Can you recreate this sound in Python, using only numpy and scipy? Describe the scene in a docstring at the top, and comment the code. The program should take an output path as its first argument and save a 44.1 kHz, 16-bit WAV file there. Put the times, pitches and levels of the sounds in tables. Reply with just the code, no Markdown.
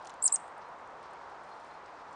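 """Among trees: distant traffic drones and dry leaves stir far off, both as shaped noise, for just over two seconds.
From the start a squirrel in a plywood feeder cracks seed husks and nibbles: short noise bursts, grainy hiss.
Near 0.22 s and 0.32 s a small bird on a tree gives two wavering whistles, gliding near sines, the second
edged by clicks; the trunk throws back an echo and the wood rings on, a convolution with decaying noise.
Faint tooth ticks follow from 0.48 s, and a far bird pipes short wavering notes from 0.64 s to 1.76 s."""
import sys
import numpy as np
from scipy import signal
from scipy.fft import rfft, irfft
from scipy.io import wavfile
from scipy.ndimage import uniform_filter1d

SR = 44100
rng = np.random.default_rng(int(sys.argv[2]) if len(sys.argv) > 2 else 0)


def gain_from_db(level_db):
    """Convert decibel levels to linear amplitude factors (20 dB per decade)."""
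    decades = np.asarray(level_db, float) / 20
    return 10 ** decades


def transcribe(signal):
    """Save signal, clipped to [-1, 1], as a 16-bit WAV file at the path in sys.argv[1]."""
    frames = np.atleast_2d(signal).T
    limited = np.clip(frames, -1, 1)
    pcm = np.round(limited * 32767).astype(np.int16)
    wavfile.write(sys.argv[1], SR, pcm)


N = 94815


def walk(rate):
    """Smooth random drift of spread near 1, drawn about rate times a second."""
    k = max(int(SR / rate), 1)
    steps = np.repeat(rng.standard_normal(N // k + 1), k)
    return 1.2 * uniform_filter1d(uniform_filter1d(steps, k), k)[:N]


def band(x, lo_hz, hi_hz, order=2):
    """Butterworth band-pass."""
    sos = signal.butter(order, [lo_hz, min(hi_hz, .45 * SR)], "band", fs=SR, output="sos")
    return signal.sosfilt(sos, x)


def curve(table, x):
    """Straight lines between the rows of a two-column table."""
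    return np.interp(x, *np.array(table).T)


# distant road, tone colour of the drone: f/Hz, relative level/dB per Hz
TRAFFIC_SPECTRUM = [(12, -54.5), (20, -34.5), (58, -18), (108, -21), (164, -19.5), (207, -19), (428, -11),
                    (885, -2.5), (956, -2), (1150, -5.5), (1780, -15), (2190, -20.5), (2920, -27.5),
                    (6360, -37.5), (9890, -49), (10700, -52.5), (12900, -82.5), (21800, -120)]
TRAFFIC_DB = -48  # rms of the drone
SWELL_DB, FLICKER_DB = .25, .5  # spread of the common swell and of each octave's own flicker
HUM_HZ, HUM_DB = 156, -76  # middle pitch and rms level


def traffic():
    """Smooth distant drone in octave bands that swell together and flicker alone, and a wavering hum."""
    f = np.maximum(np.arange(N // 2 + 1) * SR / N, 1)
    hz, db = np.array(TRAFFIC_SPECTRUM).T
    spectrum = rfft(rng.standard_normal(N)) * gain_from_db(np.interp(np.log(f), np.log(hz), db))
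    drone, swell = 0, walk(1.2)
    for octave in range(4, 15):  # centred on 2 ** octave Hz
        share = np.clip(1 - np.abs(np.log2(f) - octave), 0, 1)
        drone = drone + irfft(spectrum * share, N) * gain_from_db(SWELL_DB * swell + FLICKER_DB * walk(9.2))
    hum_level = gain_from_db(HUM_DB + 1.1 * walk(4.4))
    hum_hz = HUM_HZ * (1 + 0.0061 * walk(3.6))
    hum = hum_level * np.sin(2 * np.pi * np.cumsum(hum_hz) / SR)
    return drone * gain_from_db(TRAFFIC_DB) / np.std(drone) + np.sqrt(2) * hum


# dry leaves stirring far off: t/s, level/dB
LEAF_STIR = [(0, -70.5), (.07, -71), (.13, -74.5), (.58, -89.5), (0.619, -68.5), (0.689, -81.5),
             (0.749, -90.5), (1.001, -83.5), (1.04, -69.5), (1.09, -73.5), (1.18, -71), (1.27, -73.5),
             (1.401, -75.5), (1.55, -70), (1.801, -74), (2.15, -73.5)]
LEAVES_LO_HZ, LEAVES_HI_HZ, LEAVES_FLICKER_DB = 3000, 5370, 2.5


def leaves():
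    """A soft patchy rustle in the lower treble: band-passed noise under a moving level."""
    rustle = band(rng.standard_normal(N), LEAVES_LO_HZ, LEAVES_HI_HZ)
    db = curve(LEAF_STIR, np.arange(N) / SR) + LEAVES_FLICKER_DB * walk(75)
    return gain_from_db(db) * rustle / np.std(rustle)


# seed husks cracking, and the clicks that start and end the second whistle:
# t/s, peak level/dB, centre f/Hz, decay length/s
CRACKS_AND_CLICKS = [(.026, -52.5, 7805, 0.002066), (.0476, -44.5, 5142, 0.001178),
                     (.0505, -53, 7465, 0.002468), (.0545, -50, 8131, 0.0017), (.0548, -46, 3476, 0.001882),
                     (.0655, -59.5, 7007, 0.001724), (.066, -53, 3728, 0.0019),
                     (.0703, -39.5, 6100, 0.0017), (.0725, -37.5, 5500, 0.0015),
                     (.0748, -49.5, 6511, .0015), (.0945, -43, 6477, .0015), (.0962, -45.5, 8017, 0.0012),
                     (.0955, -42.5, 2911, .003), (.1032, -41, 5502, 0.00071), (.117, -64.5, 7220, 0.0022),
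                     (.1395, -50.5, 6504, 0.001), (.2635, -46, 5248, .001), (.288, -54.5, 3589, 0.0033),
                     (.2965, -47, 3310, 0.003), (.302, -45.5, 3350, .002), (.3203, -46.5, 5100, .0004),
                     (.3622, -44.5, 3650, 0.0013), (1.109, -55.5, 9000, 0.0015),
                     (1.133, -53.5, 9137, 0.002323), (1.435, -56.5, 8700, 0.002908),
                     (1.49, -62.5, 8346, 0.004071), (1.60, -58.5, 8500, 0.003916),
                     (1.645, -58, 7517, 0.0044), (1.69, -65.5, 7918, 0.003416),
                     (1.737, -63, 7960, 0.002943), (1.858, -54, 5544, 0.003753), (1.939, -65, 6000, 0.0024),
                     (2.110, -55.5, 8470, 0.001708), (2.127, -52.5, 6397, 0.00668)]
# dry tooth clicks in the feeder: t/s, peak level/dB
TOOTH_TICKS = [(.4778, -54), (.4802, -47), (.5806, -47), (.688, -53), (.7875, -54), (.8755, -51),
               (1.0295, -49), (1.30, -55)]
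TOOTH_HZ, TOOTH_S = 8500, .0002  # centre and decay of a tooth click
RUSTLE_PER_S, RUSTLE_DB, RUSTLE_SPREAD_DB = 60, -70, 2  # lowest peak; random part above it
CRACKLE = 1.2  # power that turns hiss into separate snaps
CRACK_WIDTH = .4  # band reaches from centre / 1.4 to centre * 1.4
KNOCK_DB, KNOCK_HZ = -8, 3800  # filter gain and centre of the duller knock


def squirrel_and_clicks():
    """Each sound is a short crack around its own centre plus a duller knock; tiny random ones rustle between."""
    out, t = np.zeros(N + SR), np.arange(1500) / SR
    draws = rng.random((int(RUSTLE_PER_S * N / SR), 3))
    rustle = [(when * N / SR, RUSTLE_DB - RUSTLE_SPREAD_DB * np.log(force), 4000 + 5000 * pitch, .002)
              for when, force, pitch in draws]
    ticks = [(s, db, TOOTH_HZ, TOOTH_S) for s, db in TOOTH_TICKS]
    rows = CRACKS_AND_CLICKS + ticks + rustle
    for (s, db, hz, length), noise in zip(rows, rng.standard_normal((len(rows), len(t)))):
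        snaps = noise * np.abs(noise) ** CRACKLE
        burst = snaps * np.exp(-t / length) * np.minimum(4 * t / length, 1)
        if length == TOOTH_S:
            burst[2] += 3  # a tooth click is one clean blow
        crack = band(burst, hz / (1 + CRACK_WIDTH), hz * (1 + CRACK_WIDTH))
        knock = band(burst, KNOCK_HZ / 2, KNOCK_HZ * 2, order=1)
        both = crack + gain_from_db(KNOCK_DB) * knock
        i = int(s * SR)
        out[i:i + len(t)] += gain_from_db(db) * both / np.abs(both).max()
    return out[:N]


# near reflections from trunk and feeder: delay t/s, level/dB before the band-pass
TRUNK_ECHOES = [(.0048, -18), (.0068, -16.5)]
ECHO_BLUR_S = .0006  # rough bark spreads each echo
SCATTER_DB, SCATTER_S = -16, .009  # scatter from the bark and how long it lasts
WOOD_DB, WOOD_T60_S, WOOD_ONSET_S = -26, 0.14, .004
LATE_DB, LATE_T60_S = -27, .4
BARK_TOP_HZ = 9000  # bark and leaves swallow the highest treble


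def ring_tail(t, db, t60):
    """Exponential decay, 60 dB in t60 seconds, scaled to the same energy for any t60."""
    return gain_from_db(db - 60 * t / t60) * np.sqrt(2 * np.log(1000) / t60 / SR)


def trees():
    """Impulse response: single echoes, close scatter and the two-stage ring of the wood."""
    t = np.arange(int(.6 * SR)) / SR
    decay = ring_tail(t, WOOD_DB, WOOD_T60_S) + ring_tail(t, LATE_DB, LATE_T60_S)
    ring = decay * (1 - np.exp(-t / WOOD_ONSET_S))
    scatter = gain_from_db(SCATTER_DB) * np.exp(-(t / SCATTER_S) ** 4) / np.sqrt(SCATTER_S * SR)
    response = rng.standard_normal(len(t)) * (ring + scatter)
    for s, db in TRUNK_ECHOES:
        blur = np.exp(-((t - s) / ECHO_BLUR_S) ** 2) * rng.standard_normal(len(t))
        response = response + gain_from_db(db) * blur / np.sqrt(np.sum(blur ** 2))
        response[int(s * SR)] += gain_from_db(db)  # the sharp part of the echo
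    return band(response, 300, BARK_TOP_HZ, order=1)


# dense fine nibbling in the feeder: start t/s, end t/s, level/dB
NIBBLE_STRETCHES = [(1.2, 1.3, -90), (.045, .108, -76.5), (1.42, 1.7693, -80.5)]
NIBBLE_LO_HZ, NIBBLE_HI_HZ, NIBBLE_GRAIN_DB = 6000, 10517, 3


def nibble():
    """Stretches of high band-passed hiss with a quick random flutter of level that makes it grainy."""
    t = np.arange(N) / SR
    hiss = band(rng.standard_normal(N), NIBBLE_LO_HZ, NIBBLE_HI_HZ)
    gate = 0
    for start, end, db in NIBBLE_STRETCHES:
        gate = gate + gain_from_db(db) * np.clip(np.minimum(t - start, end - t) / 0.018, 0, 1)  # 18 ms fades
    return gain_from_db(NIBBLE_GRAIN_DB * walk(110)) * gate * hiss / np.std(hiss)


# near bird, pitch of each whistle: t/s, f/Hz
WHISTLE_PITCH = [
    [(.222, 7400), (.224, 7290), (.226, 7450), (.228, 7980), (.231, 9420), (.2335, 9850), (.236, 9480),
     (.239, 8740), (.2425, 8320), (.245, 8480), (.248, 9560), (.25, 9880), (.252, 9380), (.255, 7870),
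     (.258, 7210), (.261, 7380), (.263, 7690), (.266, 7830), (.268, 8200), (.270, 9000), (.2727, 9740),
     (.275, 9200), (.277, 8000), (.2815, 4350)],
    [(.3205, 7400), (.323, 7390), (.325, 7660), (.327, 7890), (.329, 8500), (.331, 9330), (.333, 9700),
     (.335, 9320), (.338, 8600), (.341, 8230), (.345, 8140), (.348, 8210), (.350, 8620), (.352, 9200),
     (.354, 9500), (.356, 9080), (.358, 7950), (.361, 5620), (.3622, 5050)],
]
# near bird, effort of each whistle: t/s, level/dB before the throat's gain
WHISTLE_EFFORT = [
    [(.222, -42), (.224, -34.5), (.227, -26.5), (.233, -27.5), (.243, -19.5), (.25, -23), (.258, -21),
     (.265, -19), (.27, -22.5), (.278, -24), (.282, -19)],
    [(.3205, -41.5), (.322, -30.5), (.327, -20), (.333, -27), (.341, -23), (.348, -20), (.354, -25.5),
     (.359, -27.5), (.363, -30)],
]
# resonance of the throat: f/Hz, gain level/dB
THROAT_GAIN = [(4000, -13), (5400, -11), (6300, -4.5), (7400, 1), (8300, -2.5), (9000, -9.5), (9800, -4)]
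# the half tone swells and breaks off: t/s, gain level/dB
HALF_TONE_SWELL = [(.224, -10), (.228, 4), (.236, 3), (.244, -2), (.25, 3), (.257, -1), (.26, -18),
                   (.264, -18), (.267, 0), (.274, 2), (.279, -6), (.323, -14), (.328, 1), (.332, 2),
                   (.335, -8), (.339, 0), (.35, -2), (.355, -3), (.359, -12)]
ATTACK_S, RELEASE_S, GLIDE_S = .0006, .0006, .0015  # GLIDE_S smooths the pitch
HALF_DB, HALF_FLUTTER_DB = -39, 2.5  # half tone against the effort, before its swell
HALF_JITTER_RAD = .5  # its phase wanders
BREATH_DB, FLUTTER_DB = -32, .6


def bird():
    """A near sine that glides, loudest where the throat resonates, with a faint half-pitch tone and a little air."""
    t, out = np.arange(N) / SR, 0
    flutter = gain_from_db(FLUTTER_DB * walk(900))
    half = gain_from_db(HALF_DB + HALF_FLUTTER_DB * walk(300) + curve(HALF_TONE_SWELL, t))
    air = gain_from_db(BREATH_DB) * walk(2500)
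    drift = HALF_JITTER_RAD * walk(700)
    for pitch, effort in zip(WHISTLE_PITCH, WHISTLE_EFFORT):
        start, end = pitch[0][0], pitch[-1][0]
        hz = uniform_filter1d(curve(pitch, t), int(GLIDE_S * SR))
        phase = 2 * np.pi * np.cumsum(hz) / SR
        gate = np.clip(np.minimum((t - start) / ATTACK_S, (end - t) / RELEASE_S), 0, 1)
        whistle = gain_from_db(curve(THROAT_GAIN, hz)) * flutter * (1 + air) * np.sin(phase)
        half_tone = half * np.sin(phase / 2 + drift)
        out = out + np.sqrt(2) * gain_from_db(curve(effort, t)) * gate * (whistle + half_tone)
    return out


# far bird piping: start t/s, length/s, f/Hz, level/dB
FAR_NOTES = [(.635, .045, 4120, -70), (1.02, .035, 4120, -70), (1.478, .024, 4240, -68),
             (1.503, .04, 4250, -64.5), (1.704, .024, 4150, -66), (1.726, .034, 4250, -67)]
FAR_RISE_PER_S = .3  # share of pitch gained per second of a note, beneath the random wobble


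def far_bird():
    """Short chirps with rounded ends, blurred by distance: the pitch and level of each waver at random."""
    t, out = np.arange(N) / SR, 0
    wobble = .008 * walk(170)
    blur = gain_from_db(2.2 * walk(150))
    for s, length, hz, db in FAR_NOTES:
        swell = np.sin(np.pi * np.clip((t - s) / length, 0, 1))
        rise = FAR_RISE_PER_S * np.clip(t - s - length / 2, -length, length)
        phase = 2 * np.pi * np.cumsum(hz * (1 + wobble + rise)) / SR
        out = out + gain_from_db(db) * swell * blur * np.sin(phase)
    return out


def scene():
    """Birds, squirrel and clicks sound direct and off the trees; traffic and leaves come without reflections."""
    song = bird() + far_bird()
    gnaw = squirrel_and_clicks() + nibble()
    wet = signal.fftconvolve(song + .6 * gnaw, trees())[:N]  # gnawing and clicks excite the trees less
    return (song + gnaw + wet + traffic() + leaves())[None]


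def top_cut(x):
    """Nothing passes above the cut-off."""
    return signal.sosfilt(signal.butter(12, 10600, fs=SR, output="sos"), x)


def record(dry):
    """The camera's microphone channel cuts the top steeply and adds a little hiss."""
    top_hz, stop_db, hiss_db = 10900, 36, -104
    cut = signal.sosfilt(signal.cheby2(8, stop_db, top_hz, fs=SR, output="sos"), dry)
    mix = cut + gain_from_db(hiss_db) * rng.standard_normal(dry.shape)
    return top_cut(mix)


dry = scene()
out = record(dry)
transcribe(out)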